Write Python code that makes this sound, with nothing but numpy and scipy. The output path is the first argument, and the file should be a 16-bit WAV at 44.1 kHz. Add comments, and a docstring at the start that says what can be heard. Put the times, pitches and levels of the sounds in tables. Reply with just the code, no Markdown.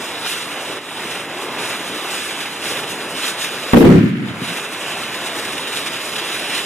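"""On open ground, a small firework roars, hisses and spits sparks a few steps from a phone.
Its flame sets off the firecrackers lying around it: they burst almost together and boom away, thudding
back from distant walls, while a wide rushing hiss swells and dies. The blasts set the firework spinning.
The phone overloads and turns itself down, so the jet vanishes and then swells back."""
import sys
import numpy as np
from scipy import signal
from scipy.fft import rfft, irfft, next_fast_len
from scipy.io import wavfile
from scipy.ndimage import uniform_filter1d, minimum_filter1d, map_coordinates

SR = 44100
rng = np.random.default_rng(int(sys.argv[2]) if len(sys.argv) > 2 else 0)


def inscribe(sig):
    """Save sig as 16-bit PCM at rate SR to the path in sys.argv[1].

    A 1-D sig is mono; a 2-D sig holds one channel per row.
    Samples are clipped to [-1, 1] before scaling.
    """
    pcm = np.round(np.clip(np.atleast_2d(sig).T, -1, 1) * 32767)
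    wavfile.write(sys.argv[1], SR, pcm.astype(np.int16))


N = 293265

# The tone of the jet's three layers. Each row: frequency in Hz, relative level in dB.
ROAR_TONE = [(20, -50), (45, -48), (75, -17), (125, -6.5), (200, -2.5), (320, 1.8), (420, 2), (560, -0.5),
             (1100, -2), (1600, -5), (2600, -8.5), (6000, -67)]
HISS_TONE = [(600, -25.5), (1200, -5.5), (1700, -2.5), (2300, -2), (2700, 2), (3150, -1.2), (3700, 0),
             (4500, -10), (6000, -16), (12000, -74)]
FIZZ_TONE = [(2500, -39), (4000, 1.5), (5000, -0.5), (6000, -1.5), (6900, 2), (7700, -1), (9500, -0.5),
             (12000, -5.5), (14500, -9.5), (15500, -28)]
# How hard the powder burns. Each row: time in seconds, base level of hiss in dB, of roar in dB.
BURN_LEVELS = [(0, -30, -30), (0.55, -31, -30), (1.1, -29, -28.5), (1.85, -29.5, -29), (2.2, -27.5, -30),
               (2.4, -28, -30), (3.02, -31, -28), (3.5, -29.5, -30), (3.62, -28, -28), (4.35, -27, -29),
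               (4.7, -30, -30.5), (4.85, -28, -27.5), (5.2, -29, -28.5), (5.42, -28.5, -27.5),
               (6.0, -28, -30.5), (6.45, -26, -29.5), (6.65, -26, -30.5)]
# The jet flares up. Each row: start and length in seconds, then boosts in dB for hiss, roar and fizz.
FLARES = [(0.2, 0.053, 4, 1.5, -0.5), (0.24, 0.082, 5.5, -1, 11), (0.33, 0.088, 4.5, -1, 5.5),
          (1.44, 0.18, 0, 1.5, -1), (1.57, 0.15, 3, 2, 4.5), (2.08, 0.22, 1, -0.5, 3.5),
          (2.61, 0.16, 5.5, 3, 7.5), (2.86, 0.043, 2, -1.5, 5), (3.135, 0.16, 4.5, -2, 5),
          (3.215, 0.066, 4, 2, 5.5), (3.38, 0.067, 6.5, -2, 11), (4.25, 0.036, 10, 5.5, 6.5),
          (4.4, 0.07, 4.5, 1, 3.5), (5.73, 0.063, 3, 1, 5.5), (6.5, 0.072, 3.5, 0, 3.5)]
# The jet chokes or is knocked aside. Each row: start and length in seconds, hiss and roar loss in dB.
CHOKES = [(0.775, 0.04, 6.5, 6), (1.21, 0.1, 4.5, 0.5), (1.44, 0.075, 2, 0), (2.46, 0.13, 2, 2.5),
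          (4.1, 0.22, 6, -1.5), (4.655, 0.015, 1.5, 0)]
# Lumps of powder spit out. Each row: start and length in seconds, boost for hiss and fizz in dB.
SPITS = [(2.403, 0.008, 3.5), (4.568, 0.011, 2), (5.142, 0.016, 1.5), (5.258, 0.017, 2.5),
         (5.383, 0.014, 3), (5.447, 0.008, 4), (5.498, 0.006, 2), (5.52, 0.015, 3.5), (5.577, 0.006, 4),
         (5.669, 0.012, 3), (5.724, 0.014, 3), (5.857, 0.025, 4.5), (5.928, 0.012, 3), (5.96, 0.008, 2),
         (6.155, 0.011, 3), (6.181, 0.014, 4), (6.34, 0.01, 0.5), (6.392, 0.008, 4), (6.546, 0.01, 2)]
# How fast the firework spins. Each row: time in seconds, turns per second.
SPIN_SPEED = [(4.7, 12.1), (5.2, 7.65), (5.48, 10.3), (5.95, 10.2), (6.4, 7.9)]

# The firecrackers. Each row: start in seconds, strength in dB, thump pitch in Hz, crack boost in dB.
BLASTS = [(3.7337, 14.5, 244, -4), (3.742, -1, 272, 6.5), (3.750, 13.5, 294, -28), (3.767, 16, 281, -16),
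          (3.776, 11.5, 282, -10), (3.807, 18.5, 275, -12.5), (3.839, 16, 215, -13), (3.851, 13.5, 215, -7),
          (3.861, 10, 212, -10.5), (3.889, 18.5, 181, -13), (3.911, 11.5, 155, -5), (3.929, 6, 187, -12),
          (3.937, 8.5, 187, -12), (3.968, 13, 167, -17)]
# The tone of a casing cracking, then tearing. Each row: frequency in Hz, relative level in dB.
CRACK_TONE = [(300, 6), (800, 2), (1300, 1), (2000, -11), (3200, -16), (5000, -32), (14000, -27)]
TEAR_TONE = [(250, -11), (600, 1.5), (1100, -3), (1800, -7), (3200, -15), (6000, -32), (14000, -35)]
# The tone of a blast's echo. Each row: multiple of the thump's pitch, relative level in dB.
ECHO_TONE = [(.1, -28), (.22, -31), (.35, -18), (.52, -3), (.8, -1), (1.3, -0.5), (1.8, -6), (2.5, -19),
             (4.4, -33), (10, -30.5), (20, -43.5), (36, -46.5), (56, -56)]
# How long the echo lasts. Each row: frequency in Hz, seconds to fade by 60 dB.
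ECHO_FADE = [(40, 0.15), (80, 0.23), (120, 0.64), (195, 0.7), (300, 0.62), (500, 0.52), (1000, 0.47),
             (10000, 0.4)]
# How wide the echo sounds. Each row: frequency in Hz, width from 0 (centre) to 1 (all around).
ECHO_WIDTH = [(130, 0.11), (300, 0.35), (650, 0.63), (1400, 1)]
# Thuds coming back from distant walls. Each row: start in seconds, peak level in dB.
WALL_THUDS = [(4.0, 11), (4.03, 10.5), (4.075, 4.5), (4.165, -1), (4.21, -4), (4.275, -12), (4.408, -14)]
# The tone of those thuds, of a mid-pitched rushing hiss and of the spray of burning powder.
# Each row: frequency in Hz, relative level in dB.
THUD_TONE = [(60, -35), (125, -5), (200, 1.5), (310, -2.5), (480, -20), (900, -56)]
MID_RUSH_TONE = [(300, -19), (900, -17), (1300, -2), (1750, -0.5), (2600, -4), (3600, -12.5), (6000, -29),
                 (14000, -43)]
SPRAY_TONE = [(3000, -25), (5500, 2), (8000, -8), (10000, 2), (14000, -1)]

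# How alike the jet is at the phone's two microphones. Each row: frequency in Hz, likeness (1 = same).
MIC_LIKENESS = [(100, 1), (600, 0.99), (2000, 1), (3300, 0.82), (4150, 1), (4400, 1), (5200, 0.38),
                (6900, 0.69), (7800, 0.44), (8700, 1), (9700, 0.82), (12000, 0.17), (14500, 0.63)]
# How much louder the left microphone is. Each row: frequency in Hz, left minus right in dB.
MIC_BALANCE = [(2100, 0), (3100, -5.5), (4400, -2.5), (4950, 6), (6500, -0.5), (11000, -0.5)]
# How far the right microphone lags. Each row: frequency in Hz, lag in radians.
MIC_LAG = [(2760, 0), (3600, 1.5), (4220, 2.5), (4600, 3.5), (5400, 5.5), (7000, 6), (10200, 6.3),
           (11200, 7), (13000, 12), (15200, 12.7)]


def firework_jet():
    """Burning powder makes a low roar and a sputtering hiss, and burning metal grains fizz."""
    roar_db, hiss_db, fizz_db = jet_levels()
    sputter = wobble(60)  # the powder burns unevenly
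    sparks = crackle(count=6000, spread_db=2.5, life_s=0.00056)
    glitter = crackle(count=2400, spread_db=-1.0, life_s=0.00074)  # the finest grains
    roar = amp(roar_db + 0.31 * sputter) * gas_rush(ROAR_TONE, amp(-12) * sparks, drift_db=1.28)
    hiss = amp(hiss_db + 0.7 * sputter) * gas_rush(HISS_TONE, amp(-9.5) * sparks, drift_db=1.53)
    fizz_gain = amp(fizz_db + 0.56 * sputter + 1.2 * wobble(26))
    fizz = fizz_gain * gas_rush(FIZZ_TONE, amp(-9.0) * glitter, drift_db=2.1)
    return filtered(roar + hiss + fizz, microphone_pair)


def jet_levels():
    """The levels of roar, hiss and fizz in dB, as the jet burns, flares, chokes, spits and spins."""
    hiss_burn, roar_burn = curves(BURN_LEVELS)
    hiss_flare, roar_flare, fizz_flare = swells(FLARES, rise_s=0.038, fall_s=0.05)
    hiss_choke, roar_choke = swells(CHOKES, rise_s=0.026, fall_s=0.19)
    spit, = swells(SPITS, rise_s=0.004, fall_s=0.009)
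    swing = spin() - hiss_choke
    roar_db = roar_burn + roar_flare - roar_choke
    hiss_db = hiss_burn + spit + hiss_flare + swing
    fizz_db = hiss_burn + spit - 6.5 + fizz_flare + 1.18 * swing  # quieter than the hiss, swings wider
    return roar_db, hiss_db, fizz_db


def spin(first_sweep_s=4.49, fade_s=0.95, narrowness=0.64):
    """A fading swing in dB: kicked by the blasts, the jet points at the listener once a turn."""
    speed, = curves(SPIN_SPEED)
    age = np.arange(N) / SR - first_sweep_s
    turns = np.cumsum(speed) / SR
    turns -= np.interp(0, age, turns)  # count from the first sweep
    facing = np.cos(2 * np.pi * turns) + narrowness * np.cos(4 * np.pi * turns)
    fade_in = np.clip(1 + 2 * turns, 0, 1)
    return fade_in * np.exp(-np.abs(age) / fade_s) * facing


def gas_rush(tone, grains, drift_db):
    """Swirling gas with crackling grains in it, given a tone and spread over left and right."""
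    def response(hz):
        angle = np.arccos(np.clip(along(MIC_LIKENESS, hz), -1, 1)) / 2
        return amp(along(tone, hz)) * [np.cos(angle), np.sin(angle)]
    mid, side = filtered(nozzle_noise(drift_db) + grains, response)
    return unit(np.array([mid + side, mid - side]))


def nozzle_noise(drift_db):
    """Stereo noise whose tone drifts in patches as the nozzle turns and clogs."""
    spectra = signal.stft(rng.standard_normal((2, N)), nperseg=1024)[2]
    patches = uniform_filter1d(rng.standard_normal(spectra.shape[1:]), size=7, axis=0)  # blur in pitch
    patches = uniform_filter1d(patches, size=12, axis=1)  # blur in time
    noise = signal.istft(spectra * amp(drift_db * unit(patches)), nperseg=1024)[1]
    return unit(noise[:, :N])


def firecrackers():
    """Each burst is a short heavy thump, a crack, the tearing of its casing and a rolling echo."""
    bursts, echoes = np.zeros((2, N)), np.zeros((2, N))
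    t = np.arange(SR // 8) / SR
    age = t / 0.0018  # time in lengths of the pressure wave
    push = -(1 - age) * np.exp(-age) * (1 - np.exp(-t / 0.00096))  # the wave and its rebound
    for start, db, hz, crack_db in BLASTS:
        thump = -np.sin(2 * np.pi * hz * t) * (1 - np.exp(-t / 0.0022)) * amp(-60 * t / 0.016)
        noise = with_tone(rng.standard_normal((2, len(t))), CRACK_TONE)
        crack = unit(noise) * hump(age)
        add(bursts, start, amp(db) * (amp(10.5) * thump + amp(-5) * push + amp(crack_db) * crack))
        add(bursts, start + 0.00197, amp(db - 7.5) * tearing_casing(len(t)))
        add(echoes, start, amp(db - 8) * rolling_echo(hz))
    clumps = amp(2.5 * wobble(70))  # the echo arrives unevenly
    return bursts + clumps * echoes


def tearing_casing(samples, count=7, spread_db=6.5, life_s=0.012):
    """A casing rips in a quick, ragged run of snaps."""
    delays, sizes = rng.exponential(size=(count, 2)).T
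    moments = np.minimum(delays * life_s * SR, samples - 1).astype(int)
    snaps = amp(spread_db * np.minimum(sizes, 2)) * rng.choice([-1, 1], count)
    rip = with_tone(np.bincount(moments, snaps, samples), TEAR_TONE)
    return rip / np.abs(rip).max()


def rolling_echo(thump_hz, rise_s=0.024):
    """Ground, trees and walls scatter a blast into a boom that outlasts its high notes."""
    def response(hz):
        tone = np.multiply(ECHO_TONE, [thump_hz, 1])
        return amp(along(tone, hz)) * [np.ones_like(hz), along(ECHO_WIDTH, hz)]
    bands_hz, t, spectra = signal.stft(rng.standard_normal((2, SR + SR // 2)), SR, nperseg=1024)
    fade = amp(-60 * t / along(ECHO_FADE, bands_hz)[:, None])
    tail = signal.istft(spectra * fade, SR, nperseg=1024)[1]
    mid, side = filtered(tail, response)
    echo = np.array([mid + side, mid - side])
    fade_in = 1 - np.exp(-np.arange(len(mid)) / SR / rise_s)
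    return echo / np.std(echo[:, :SR // 10]) * fade_in


def distant_walls(swell_s=0.012):
    """Distant walls throw the bang back as short dull thuds."""
    thuds, t = np.zeros((2, N)), np.arange(SR // 5) / SR
    for start, db in WALL_THUDS:
        thud = with_tone(rng.standard_normal(len(t)), THUD_TONE) * hump(t / swell_s) ** 2
        add(thuds, start, amp(db) * thud / np.abs(thud).max())
    return thuds


def swelling_hiss(tone, start_s, swell_s, db):
    """A wide rushing hiss that swells with the blasts and dies away."""
    age = np.maximum(np.arange(N) / SR - start_s, 0) / swell_s
    hiss = with_tone(crackle(count=10000, spread_db=0.5, life_s=0.0012), tone)
    return amp(db) * hump(age) ** 2 * unit(hiss)


def crackle(count, spread_db, life_s):
    """Tiny bursts of noise with random sizes, at random moments."""
    sizes = amp(spread_db * np.minimum(rng.exponential(size=count), 4))
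    power = np.bincount(rng.integers(0, N, count), sizes ** 2, N)
    return unit(np.sqrt(smooth(power, life_s)) * rng.standard_normal((2, N)))


def microphone_pair(hz):
    """The two microphone openings differ in tone; the right slips a cycle behind at each resonance."""
    lean = amp(along(MIC_BALANCE, hz) / 2)
    return np.array([lean, np.exp(-1j * along(MIC_LAG, hz)) / lean])


def automatic_volume(x, limit_db, hold_s, recover_db_per_s):
    """The volume drops within milliseconds of a loud sound, stays down a moment, then creeps back."""
    level = np.sqrt(smooth(np.mean(x ** 2, axis=0), 0.0066))
    excess_db = np.maximum(20 * np.log10(level + 1e-9) - limit_db, 0)
    half_hold = int(hold_s * SR / 2)
    held_db = minimum_filter1d(-excess_db, 2 * half_hold + 1, origin=half_hold)
    ramp_db = recover_db_per_s * np.arange(N) / SR
    gain_db = np.minimum.accumulate(held_db - ramp_db) + ramp_db
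    return x * amp(smooth(gain_db, 0.00038))


def amp(db):
    """Turn dB into a number to multiply by."""
    return 10 ** (np.asarray(db) / 20)


def unit(x):
    """Scale x to an average (rms) level of 1."""
    return x / np.sqrt(np.mean(x ** 2) + 1e-20)


def along(table, hz):
    """Read a table between its rows, on a log frequency scale."""
    row_hz, values = np.transpose(table)
    return np.interp(np.log(hz + 1), np.log(row_hz + 1), values)


def curves(table):
    """One value per sample for each column after the time."""
    times, *columns = np.transpose(table)
    return [np.interp(np.arange(N) / SR, times, column) for column in columns]


def swells(events, rise_s, fall_s):
    """One curve per dB column: each event rises, holds until its length is up, then falls away."""
    t, total = np.arange(N) / SR, 0
    for start, length, *sizes_db in events:
        rising, falling = (t - start) / rise_s, 1 - (t - start - length) / fall_s
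        total += np.outer(sizes_db, np.clip(np.minimum(rising, falling), 0, 1))
    return total


def hump(age):
    """A curve that climbs to 1 at age 1, then dies away."""
    return age * np.exp(1 - age)


def wobble(rate):
    """A smooth curve through random points, rate of them a second."""
    points = rng.standard_normal(int(N * rate / SR) + 4)
    return map_coordinates(points, [np.arange(N) * rate / SR])


def smooth(x, seconds):
    """A running average that gradually forgets the past."""
    keep = np.exp(-1 / (seconds * SR))
    return signal.lfilter([1 - keep], [1, -keep], x)


def filtered(x, response):
    """Multiply each frequency in x by response(hz)."""
    size = x.shape[-1]
    padded = next_fast_len(size + SR // 2)
    return irfft(rfft(x, padded) * response(np.fft.rfftfreq(padded, 1 / SR)), padded)[..., :size]


def with_tone(x, tone):
    """Shape x with a tone table."""
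    return filtered(x, lambda hz: amp(along(tone, hz)))


def add(track, start_s, sound):
    """Mix a sound into a track."""
    part = track[..., round(start_s * SR):][..., :sound.shape[-1]]
    part += sound[..., :part.shape[-1]]


def scene():
    """The jet and blasts close by, thuds from afar, a mid-pitched rush and a spray of burning powder."""
    mid_rush = swelling_hiss(MID_RUSH_TONE, start_s=BLASTS[0][0], swell_s=0.19, db=-9.5)
    spray = swelling_hiss(SPRAY_TONE, start_s=3.758, swell_s=0.036, db=-12.5)
    return firework_jet() + firecrackers() + distant_walls() + mid_rush + spray


def record(dry):
    """The phone turns the blasts down, squashes the remaining peaks and cuts the highest frequencies."""
    ceiling, top_hz = 0.92, 15250
    turned_down = automatic_volume(dry, limit_db=-2.0, hold_s=0.15, recover_db_per_s=44.5)
    squashed = turned_down / (1 + np.abs(turned_down / ceiling) ** 4) ** (1 / 4)
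    return filtered(squashed, lambda hz: hz < top_hz)


dry = scene()
out = record(dry)
inscribe(out)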